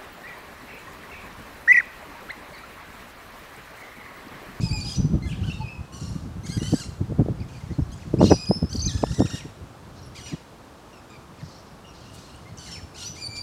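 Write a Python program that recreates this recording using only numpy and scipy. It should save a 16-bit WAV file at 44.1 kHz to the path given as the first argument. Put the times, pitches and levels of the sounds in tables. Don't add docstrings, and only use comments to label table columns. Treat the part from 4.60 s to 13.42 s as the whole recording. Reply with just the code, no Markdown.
import sys
import numpy as np
from scipy import signal
from scipy.fft import rfft, irfft
from scipy.io import wavfile
from scipy.ndimage import uniform_filter1d

SR = 44100
rng = np.random.default_rng(int(sys.argv[2]) if len(sys.argv) > 2 else 0)


def field_ratio(decibels):
    return 10 ** (np.asarray(decibels, dtype=float) / 20)


def master_out(mix):
    frames = np.transpose(np.atleast_2d(mix))
    ceiling = np.clip(frames, -1, 1)
    pcm = np.round(ceiling * 32767).astype(np.int16)
    wavfile.write(sys.argv[1], SR, pcm)


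N = 388962


def evened(x):
    return x / np.sqrt(np.mean(x ** 2) + 1e-20)


def read(points, hz):
    f, value = np.transpose(points)
    return np.interp(np.log(hz + 1), np.log(f + 1), value)


def columns(rows):
    s, *rest = np.transpose(rows)
    t = np.arange(s[0], s[-1], 1 / SR)
    return [s[0]] + [np.interp(t, s, c) for c in rest]


def add(mix, s, sound):
    at = round(s * SR)
    sound = sound[max(-at, 0):]
    part = mix[max(at, 0):][:len(sound)]
    part += sound[:len(part)]


def faded(size, seconds):
    return signal.windows.tukey(size, min(seconds * SR / size, 1))


def coloured(points, size):
    hz = np.fft.rfftfreq(size, 1 / SR)
    spectrum = rfft(rng.standard_normal(size)) * field_ratio(read(points, hz))
    return evened(irfft(spectrum, size))


def wobble(size, ms):
    span = max(round(ms * SR / 1000), 1)
    smooth = uniform_filter1d(uniform_filter1d(rng.standard_normal(size), span), span)
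    return smooth * np.sqrt(1.23 * span)


def resonate(x, hz, width):
    turn = np.exp(2j * np.pi * np.cumsum(hz * np.ones(len(x))) / SR)
    r = np.exp(-np.pi * width / SR)
    smooth = signal.lfilter([1 - r], [1, -r], x / turn + 1e-18)
    return 2 * (turn * smooth).real


def partials(hz, size_db, flicker_db, ms):
    k = np.arange(1, len(size_db) + 1)[:, None]
    size = field_ratio(size_db) * (k * hz < SR / 2.8)
    chance = np.array([wobble(len(hz), ms) for _ in k])
    flicker = field_ratio(flicker_db * k ** 0.54 * chance)
    waves = np.cos(2 * np.pi * k * np.cumsum(hz) / SR)
    return (size * flicker * waves).sum(0) / np.sqrt((size ** 2).sum(0) / 2 + 1e-20)


def screech(s, length, peak_db, place, centre_hz, octaves):
    u = np.linspace(0, 1, round(length * SR))
    size = len(u)
    place = np.clip(place, .02, .98)
    from_peak = np.maximum((place - u) / place, (u - place) / (1 - place))
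    db = peak_db - 15.5 * from_peak ** 1.58
    stagger = .2 * wobble(size, 7.6) + 0.0753 * wobble(size, .8)
    hz = 1450 * 2 ** np.clip(stagger, -.8, .8)
    k = np.arange(1, 11)[:, None]
    away = np.log2(k * hz / centre_hz) / np.maximum(octaves, .3)
    voice = partials(hz, -12 * away ** 2, 1.2, 3.4)
    air = rng.standard_normal(size)
    for _ in range(2):
        air = resonate(air, centre_hz, 4600 * octaves)
    sound = evened(voice + field_ratio(-7.0) * evened(air))
    return s, field_ratio(db + 1.8 * wobble(size, 11.0)) * sound * faded(size, 0.033)


def screeches():
    # t/s, length/s, peak level/dB before its wobble, place of the peak (0-1), centre f/Hz, breadth/octaves
    screech_rows = [(0, 0.15, -46.5, 0.05, 4600, 1), (0.156, 0.24, -41, 0.82, 4280, 0.95),
                    (.62, 0.18, -56.5, 0.4, 6960, 0.72), (0.689, 0.16, -50, 0.26, 2600, 0.88),
                    (0.799, 0.3, -52.5, 0.23, 3990, 1.2), (2.779, 0.4, -62, .5, 2280, .5),
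                    (1.318, 0.37, -51.5, 0.17, 4900, 0.85), (1.841, 0.16, -48, 0.18, 5200, 0.92),
                    (1.996, 0.27, -46, 0.58, 5300, 0.98), (2.875, 0.54, -59.5, 0.02, 5000, 0.97),
                    (3.301, 0.48, -60.5, 0.18, 4970, .9), (3.598, 0.14, -33, 0.55, 4260, 0.79),
                    (4.117, 0.33, -51, 0, 5100, 1.2), (4.447, 0.14, -47.5, 0.7, 5350, 0.79),
                    (4.615, 0.19, -46.5, 0.9, 4170, 1.15), (5.332, 0.17, -59.5, 0.3, 4700, 0.55),
                    (5.541, 0.11, -47, 0.24, 3680, 1.24), (5.642, 0.14, -46.5, 0.1, 3300, 1),
                    (6.791, 0.31, -56.5, 0.32, 4830, 0.56), (7.324, 0.45, -57.5, 0.06, 4270, 0.85),
                    (7.532, 0.38, -55, 0, 4300, 1.1), (7.968, 0.25, -47, 0.45, 4750, 0.87),
                    (8.346, 0.17, -40.5, 0.43, 4170, 0.92), (8.538, 0.1, -48, 0.23, 4550, 0.98),
                    (8.747, 0.079, -46, 0, 4730, .7)]
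    return [screech(*row) for row in screech_rows]


def siren():
    # t/s, f/Hz, level/dB, both before their wobble
    siren_curve = [(0, 914, -47), (.25, 820, -59.5), (.6, 733, -64), (.85, 769, -62), (1.0, 864, -57),
                   (1.5, 1175, -61.5), (1.75, 1242, -70)]
    s, hz, db = columns(siren_curve)
    size = len(hz)
    tone = np.sin(2 * np.pi * np.cumsum(hz * (1 + 0.0045 * wobble(size, 16))) / SR)
    level = np.sqrt(2) * field_ratio(db + 5.8 * wobble(size, 24))
    return s, level * tone * signal.windows.tukey(size, .1)


def airflow(eddies):
    # t/s, level/dB before its wobble
    flow_curve = [(0, -23), (.22, -37), (.37, -33), (.52, -22), (.71, -30.5), (1.28, -45), (1.5, -33.5),
                  (1.79, -41), (2.05, -32.5), (2.33, -40), (2.55, -30.5), (2.95, -40), (3.41, -39.5),
                  (3.71, -31), (3.95, -52), (4.15, -32.5), (4.47, -31.5), (4.9, -48.5), (5.33, -45),
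                  (6.1, -62), (6.83, -52), (7.7, -48), (7.98, -44), (8.82, -48)]
    s, db = columns(flow_curve)
    return s, field_ratio(db + 3.42 * wobble(len(db), 19.0)) * eddies[:len(db)]


def buffets(eddies):
    gust_rows = [(0.035, -17, 13, 0.95), (0.128, -21.5, 34, 0.78), (0.192, -29.5, 36, 0.88),
                 (0.255, -33.5, 22, 1.2), (0.4, -16.5, 23, 0.95), (0.449, -17.5, 16.5, 1.2),
                 (0.547, -18, 36, 1.48), (0.658, -25.5, 19.7, 0.86), (0.72, -36, 14.5, 0.98),
                 (0.765, -30, 18, 0.75), (0.827, -25.5, 35, 0.96), (0.892, -26.5, 21, 1.2),
                 (1.005, -26.5, 14.8, 0.93), (1.044, -26, 16.4, 1.05), (1.205, -29, 34, 0.83),
                 (1.43, -29.5, 19.4, 1.37), (1.506, -27, 26, 0.61), (1.562, -26, 16.4, 1.15),
                 (1.663, -31, 31, 1.47), (1.779, -30.5, 42, 0.94), (1.849, -36.5, 20.4, 1.7),
                 (1.897, -24.5, 12, 1.33), (1.974, -18.5, 14.2, 1.07), (2.022, -25, 21, 1.47),
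                 (2.135, -14.5, 18, 1.55), (2.416, -19.5, 15.2, 1.51), (2.509, -27, 33, 1.6),
                 (2.604, -13.5, 24, 1.67), (2.704, -22.5, 33, 1.45), (2.806, -26.5, 22, 1.13),
                 (3.037, -32.5, 17, 0.96), (3.114, -26.5, 22, 1.07), (3.195, -17, 15.7, 1.37),
                 (3.222, -18, 15, 0.64), (3.296, -25.5, 15, 0.68), (3.543, -20.5, 13.2, 1.94),
                 (3.643, -17, 101, 1.59), (3.722, -12, 26, 2.7), (3.91, -15, 23, 1.23),
                 (3.972, -31, 28, 1.23), (4.039, -17.5, 25.5, 1.21), (4.154, -25.5, 17.5, 1.56),
                 (4.238, -23, 18.7, 0.6), (4.271, -21, 23.3, 0.97), (4.35, -20.5, 21.4, 1.08),
                 (4.438, -20.5, 13.7, 2.4), (4.525, -29, 30, 1.17), (4.607, -15, 30.6, 1.89),
                 (4.655, -21, 16.5, 1.37), (4.744, -25, 12.9, 1.48), (4.858, -32.5, 15.2, 1.6),
                 (5.034, -37.5, 35, 1.3), (5.586, -38, 12, 0.8), (5.737, -27, 24, 1.61),
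                 (6.835, -32, 21, 1.08), (8.541, -40, 15, 1.13)]
    out = np.zeros(N)
    for (s, db, ms, speed), start in zip(gust_rows, rng.random(len(gust_rows))):
        size = round(2.2 * ms * SR / 1000)
        shape = np.hanning(size)
        place = start * N / 2 + speed * np.arange(size)
        air = np.interp(place, np.arange(N), eddies) * shape
        add(out, s - size / 2 / SR, field_ratio(db) * evened(air) * np.sqrt(np.mean(shape ** 2)))
    return out


def pops():
    # t/s, level/dB (the crest is 8.5 dB higher), width/ms (standard deviation of the bell)
    pop_rows = [(0.546, -29, 0.85), (2.1373, -20.5, 0.5), (2.5231, -26, 0.64), (2.598, -20.5, 0.44),
                (2.6194, -24, 0.79), (2.662, -27.5, 0.63), (2.6862, -21.5, 0.56), (3.19, -31.5, 0.52),
                (3.5414, -16, 0.83), (3.594, -32, 0.55), (3.6062, -19.5, 0.44), (3.611, -16, 0.61),
                (3.6141, -11, 0.36), (3.6175, -11, 0.41), (3.629, -7.5, 0.59), (3.642, -7.5, 0.62),
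                (3.7053, -35, 0.72), (3.7156, -6, 0.48), (3.7213, -6.5, 0.4), (3.726, -10, 0.6),
                (3.89, -38, 0.93), (3.912, -12, 0.46), (4.03, -24, 0.53), (4.161, -39, 0.58),
                (4.195, -41, 0.73), (4.4384, -10.5, 0.36), (4.6057, -15, 0.49), (4.62, -22, 0.36)]
    out = np.zeros(N)
    t = np.arange(-300, 300) / SR
    for (s, db, ms), side in zip(pop_rows, rng.random(len(pop_rows))):
        u = t * 1000 / ms
        kick = (1 - 0.62 * u ** 2) * np.exp(-u ** 2 / 2)
        add(out, s + t[0], np.sign(side - .5) * field_ratio(db + 8.5) * kick)
    return out


def wind():
    # f/Hz, relative level/dB
    eddy_spectrum = [(20, -15), (50, -0.5), (100, 1.5), (170, -4), (300, -17), (600, -39.5), (1200, -50.5),
                     (3000, -83)]
    eddies = coloured(eddy_spectrum, N)
    out = buffets(eddies) + pops()
    add(out, *airflow(eddies))
    return out


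def hum():
    # f/Hz, relative level/dB
    hum_spectrum = [(25, -9), (50, -3.5), (100, -6.5), (200, -8), (300, -7.5), (500, -11), (1200, -13.5),
                    (2060, -23.5), (4230, -27), (8000, -33), (12000, -39), (15600, -43)]
    return field_ratio(-48 + 0.058 * wobble(N, 100)) * coloured(hum_spectrum, N)


def street(x):
    t = np.arange(SR) / SR
    taps = rng.standard_normal((2, SR)) * (rng.random((2, SR)) < .05)
    fall_s, start_s = np.array([[.09], [.55]]), np.array([[.002], [.015]])
    near, far = taps * field_ratio(-60 * t / fall_s) * (t > start_s)
    tail = field_ratio(-10) * near / np.linalg.norm(near) + field_ratio(-8.5) * far / np.linalg.norm(far)
    return signal.oaconvolve(x, tail)[:N]


def note(s, hz, db, tilt_db, odd_db, jitter):
    # f/Hz, relative level/dB
    throat = [(1000, -8), (2500, -4), (5000, 3), (7500, -0.5), (10000, -10.5), (12500, -20), (15500, -29)]
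    # t of the middle/s, share of pitch lost
    catch_rows = [(1.87, 0.31), (1.953, 0.085), (1.978, 0.13), (2.191, 0.12), (2.032, .15), (2.061, 0.092),
                  (2.094, 0.131), (2.122, 0.15), (2.239, 0.22), (4.379, 0.28), (4.427, .28), (4.471, 0.26),
                  (4.521, 0.29), (4.597, 0.26), (4.66, 0.3), (4.706, 0.3), (4.499, 0.096), (4.547, 0.12),
                  (4.582, .12), (4.757, .13), (4.79, .12)]
    size = len(hz)
    t = s + np.arange(size) / SR
    catch = np.zeros(size)
    for at, share in catch_rows:
        u = (t - at) * 1000 / (62 * share)
        catch += share * np.cos(np.pi * np.clip(u, -.5, .5)) ** 2
    catch = catch * (hz < 2250)

    faint_db = max(-49 - np.max(db), 0)
    jitter = jitter * (1 + .2 * faint_db)
    flicker_db = 1.6 + .35 * faint_db
    hz = hz * (1 - catch) * (1 + jitter / 100 * (wobble(size, 2.18) + 0.36 * wobble(size, 0.44)))

    k = np.arange(1, 9)[:, None]
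    tilt_db = tilt_db - 15 * catch - 0.2 * faint_db
    odd_db = odd_db - 25 * catch
    size_db = read(throat, k * hz) + tilt_db * np.log2(k) + odd_db * (k % 2)
    stack = partials(hz, size_db, flicker_db, 2.6)
    return s, field_ratio(db + 16.4 * catch) * stack * faded(size, 0.0013)


def call(s, length, db, change_db, from_hz, to_hz, odd_db=0, *, haste, arch=0, swell_db, tilt_db, jitter):
    u = np.linspace(0, 1, round(length * SR))
    done = 1 - (1 - u) ** haste
    effort = 4 * done * (1 - done)
    hz = (from_hz + (to_hz - from_hz) * done) * (1 + arch * effort)
    swell = swell_db * (4 * u * (1 - u) - .5)
    return note(s, hz, db + change_db * u + swell, tilt_db, odd_db, jitter)


def squawks():
    # t/s, length/s, level/dB before the swell, change of level/dB, start f/Hz, end f/Hz, odd partials/dB
    squawk_rows = [(.005, 0.029, -47.5, 1, 2120, 2610, 3), (.03, 0.053, -39, -4, 2530, 2503, -6.5),
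                   (.085, 0.037, -40, 0.5, 2350, 2334, -24), (.108, 0.023, -46, 2, 2250, 2520, 9),
                   (.129, 0.086, -37, -3.5, 2540, 2417, -0.5), (.208, 0.039, -39, -10, 2290, 2270, -23),
                   (.245, 0.08, -38.5, 0, 2420, 2484, -22), (1.42, 0.093, -55.5, -2, 2735, 2805, -21),
                   (3.7, 0.035, -35, 2.5, 2555, 2560, -8.5), (3.735, 0.028, -33.5, -1, 2440, 2423, -34),
                   (3.77, 0.085, -43, 3, 2400, 2500, -6.5), (3.862, .03, -40.5, 9, 2430, 2490, -20),
                   (3.89, 0.091, -34, -3, 2490, 2620, -40), (3.99, 0.081, -46, -16, 2610, 2600, -34),
                   (4.085, 0.036, -56, 6, 2520, 3100, -23), (4.24, 0.06, -48, 1, 2360, 2490, -5),
                   (5.42, 0.068, -74.5, 3, 2830, 2750, -18), (7.44, 0.13, -67, 3, 2670, 2910, 9),
                   (7.69, 0.12, -64, -1, 2700, 2930, 14), (8.112, 0.079, -44, -7, 2730, 2683, -24),
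                   (8.22, .022, -58, -5, 2660, 2670, -21), (8.456, 0.065, -36.5, -5.5, 2930, 2977, -30),
                   (8.52, 0.035, -56, -5, 2990, 2980, -24), (8.562, 0.047, -49.5, 3, 2050, 2420, 0),
                   (8.61, 0.058, -38, -8, 2415, 2387, -6), (8.625, 0.051, -43.5, 10.5, 2320, 2263, -24),
                   (8.765, 0.069, -40, -1, 2240, 2360, -29), (3.587, 0.043, -45.5, -4, 2360, 2950, -1),
                   (8.343, 0.051, -54.5, -8, 2280, 2950, 9), (8.415, .035, -54, 0, 2950, 2650, 12),
                   (.064, .008, -56, -6, 2500, 3300, -4), (.202, 0.0076, -43, -8, 2540, 3580, -14),
                   (3.855, 0.0065, -43.5, -2, 2580, 3320, -2), (8.764, 0.011, -44, -7, 2320, 2970, -7),
                   (8.685, 0.11, -48.5, 8.5, 2306, 2370, -2)]
    return [call(*row, haste=2.5, swell_db=2.5, tilt_db=-6, jitter=.65) for row in squawk_rows]


def whistles():
    # t/s, length/s, level/dB before the swell, change of level/dB, start f/Hz, end f/Hz
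    whistle_rows = [(.36, 0.088, -34, -26, 5935, 5950), (.83, 0.028, -54, 8, 1240, 1560),
                    (.872, 0.025, -49, -3, 1530, 1490), (.912, .02, -59, -6, 1500, 1480),
                    (.868, .05, -56, -6, 4500, 4400), (.98, 0.057, -59, -1, 4380, 4400),
                    (.9, 0.023, -40.5, 3.5, 2615, 2770), (.93, 0.053, -52, 3, 2730, 2690),
                    (.92, 0.073, -51.5, -9, 3710, 3690), (.87, 0.032, -47.5, 5, 2970, 2980),
                    (1.01, 0.083, -52.5, 8.5, 2620, 2463), (1.08, .12, -44.5, -10.5, 2640, 2527),
                    (2.0, 0.086, -49, 6, 2820, 3077), (3.67, 0.039, -50, 4, 2870, 2850),
                    (3.675, 0.024, -49, 2, 6300, 5600), (3.7, 0.13, -32.5, -30, 5830, 5820),
                    (4.172, 0.015, -38, -11, 4520, 4230), (4.203, 0.0098, -35, 5, 4520, 4410),
                    (4.218, 0.024, -34.5, 0, 6120, 6210), (4.222, 0.024, -50, 5, 4600, 4560),
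                    (4.255, 0.017, -30.5, 4, 6070, 6185), (4.246, .009, -35, 2, 4100, 5150),
                    (4.272, .005, -36, 2, 6100, 4300), (4.277, 0.043, -30, -20, 4250, 3120),
                    (4.28, 0.062, -55, -11, 6040, 6120), (4.72, 0.063, -52, -4, 2810, 2850),
                    (6.83, 0.15, -74, 9, 4590, 4250), (6.94, 0.067, -63, 3, 5410, 5320),
                    (7.08, 0.077, -74, -5, 5300, 5320), (2.78, 0.056, -66, 0, 4800, 5030),
                    (2.94, 0.045, -66, 0, 4880, 4480), (2.79, 0.03, -63, 7, 2200, 2550),
                    (2.815, .025, -60, 4, 2560, 2060), (2.89, .02, -63, 2, 2380, 2600),
                    (2.93, 0.043, -61, 4, 2650, 2300), (3.0, 0.027, -62, 0, 2380, 1990),
                    (3.055, 0.023, -63, 0, 2320, 1800), (3.09, 0.044, -58.5, 1, 1856, 2100),
                    (.69, 0.02, -47.5, -1, 2280, 3210), (.705, .03, -46.5, 5, 3266, 2270),
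                    (.828, 0.021, -50.5, 7, 2400, 3230), (3.1, 0.029, -61, 0, 5700, 6500),
                    (3.125, 0.043, -64, 2, 4350, 4380), (3.195, .04, -70, -2, 5700, 5750),
                    (3.3, 0.026, -63, 0, 4050, 4270), (3.365, .02, -66, 0, 7350, 7040),
                    (3.385, 0.032, -57, -3, 1390, 3120), (3.418, 0.028, -58, 0, 3060, 1520),
                    (5.23, 0.02, -77, 2, 2770, 2780), (7.245, 0.086, -58.5, -5, 2860, 2670),
                    (7.27, 0.049, -60, -4, 5700, 5540), (7.4, 0.089, -68, -5, 4400, 4240),
                    (7.44, .07, -80, -2, 5530, 5500), (7.57, 0.024, -67, -2, 4540, 4540),
                    (7.585, 0.05, -69, -2, 6100, 5750), (7.62, 0.13, -64, -3, 4140, 4260),
                    (7.69, 0.049, -71, -7, 5530, 5440), (7.88, 0.082, -68, -3, 4200, 4380),
                    (8.075, .028, -55, 0, 2150, 1485), (8.168, .035, -52, -3, 2670, 1680),
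                    (4.668, 0.0079, -47, 3, 2790, 2314), (4.806, 0.0057, -45, 4, 3560, 2260),
                    (.72, 0.041, -53, -5, 3240, 2290), (7.345, 0.036, -76, -2, 4900, 4800),
                    (7.855, 0.042, -57, 1, 2060, 2150), (8.45, .05, -39, -18, 4520, 4930)]
    return [call(*row, haste=1.3, swell_db=3, tilt_db=-23, jitter=.9) for row in whistle_rows]


def coos():
    # t/s, length/s, level/dB before the swell, change of level/dB, start f/Hz, end f/Hz, odd partials/dB
    coo_rows = [(4.772, .065, -47.5, -8, 3100, 1950, 6), (.622, .06, -50, -3, 2100, 2060, -1),
                (.658, 0.046, -51.5, -1, 1700, 1670, -10), (6.33, .07, -57, -4, 2780, 2620, -2),
                (6.495, 0.079, -55, 0, 1275, 1180, -9), (8.06, 0.059, -56, 0, 2230, 2000, 1),
                (8.04, 0.0933, -67, 10, 2900, 3080, 4)]
    return [call(*row, haste=1.5, swell_db=2.5, tilt_db=-12, jitter=1.2) for row in coo_rows]


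def rasps():
    rasp_rows = [(1.322, 0.07, -50.5, -2, 1442, 1462, -3), (1.4, .2, -53, -11, 1400, 1420, 0),
                 (1.835, 0.049, -52.5, 6.5, 1980, 2255, 4), (1.887, 0.047, -47.5, 4.5, 1940, 2164, -2),
                 (1.92, 0.056, -41, -3, 1610, 1620, 5), (1.969, 0.013, -48, -3, 1630, 1410, 4),
                 (1.972, 0.034, -48, 2, 2320, 1925, 7), (2.0, 0.075, -48.5, 6, 1990, 2008, 8),
                 (2.02, .12, -44.5, -1, 1404, 1525, 1.5), (2.14, 0.021, -43.5, -1, 1970, 1550, 8),
                 (2.157, 0.044, -42, -6, 1543, 1634, 9), (2.198, 0.043, -38, -8.5, 1673, 1345, 3),
                 (2.243, 0.039, -42, -19, 1387, 1370, 1), (3.318, 0.025, -53, 0, 1510, 1660, -8),
                 (4.093, 0.039, -55, 10, 1300, 1580, -1), (5.6, 0.084, -54, 8, 1476, 1457, -6),
                 (5.68, 0.038, -53, -6, 1900, 1650, 4), (7.972, 0.014, -60, -3, 1310, 1500, -6),
                 (7.987, .13, -48.5, -5, 1536, 1460, 1), (8.115, .06, -51, -5, 1477, 1440, 4),
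                 (8.345, .03, -55.5, 3.5, 1203, 1460, 0), (8.375, 0.08, -48, 4, 1500, 1395, 0)]
    return [call(*row, haste=2.6, swell_db=1.5, tilt_db=-1.5, jitter=.9) for row in rasp_rows]


def trill():
    # t/s, level/dB before the swell, length/ms
    chip_rows = [(4.128, -35, 17), (4.158, -34, 13), (4.192, -33.5, 13), (4.211, -33, 13)]
    voice = dict(haste=1, swell_db=2, tilt_db=-20, jitter=.8)
    notes = []
    for s, db, ms in chip_rows:
        up = 0.54 * ms / 1000
        notes.append(call(s, up, db, -1, 4270, 5100, **voice))
        notes.append(call(s + up, ms / 1000 - up, db - 4, -5, 6000, 5700, **voice))
    return notes


def rattle():
    # t/s, f/Hz and level/dB before catches
    rattle_curve = [(4.29, 1940, -40), (4.325, 1710, -47.5), (4.42, 1710, -47.5), (4.5, 1850, -48.5),
                    (4.575, 2000, -47), (4.61, 1830, -42.5), (4.695, 1884, -46), (4.75, 1850, -41.5),
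                    (4.81, 1900, -50)]
    return [note(*columns(rattle_curve), tilt_db=-2.5, odd_db=2.5, jitter=1.6)]


def swoops():
    # t/s, length/s, level/dB before the swell, change of level/dB, start f/Hz, end f/Hz
    swoop_rows = [(5.548, 0.058, -50.5, 0, 1850, 1833), (5.658, 0.087, -51, -1, 1900, 1843),
                  (6.78, 0.037, -67, 15, 2194, 1780), (8.122, 0.047, -50, 3, 2510, 2160)]
    voice = dict(odd_db=3, haste=1.7, arch=.33, swell_db=2.5, tilt_db=-8, jitter=3)
    return [call(*row, **voice) for row in swoop_rows]


def flutter():
    s, length, db, hz, width = 7.525, .05, -53, 8000, 6000
    size = round(length * SR)
    air = rng.standard_normal(size)
    for _ in range(2):
        air = resonate(air, hz, width)
    return [(s, field_ratio(db) * evened(air) * np.hanning(size))]


def scene():
    birds, far = np.zeros((2, N))
    for family in screeches, squawks, whistles, coos, rasps, trill, rattle, swoops, flutter:
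        for s, sound in family():
            add(birds, s, sound)
    add(far, *siren())
    mix = birds + street(birds) + far + wind() + hum()
    return mix[None] * faded(N, 0.00065)


def low_pass(x):
    return signal.sosfilt(signal.butter(12, 15700, fs=SR, output="sos"), x)


def record(dry):
    cut = signal.lfilter(*signal.butter(2, 55, "high", fs=SR), dry)
    return low_pass(0.89 * np.tanh(cut / 0.8))


dry = scene()
out = record(dry)
master_out(out)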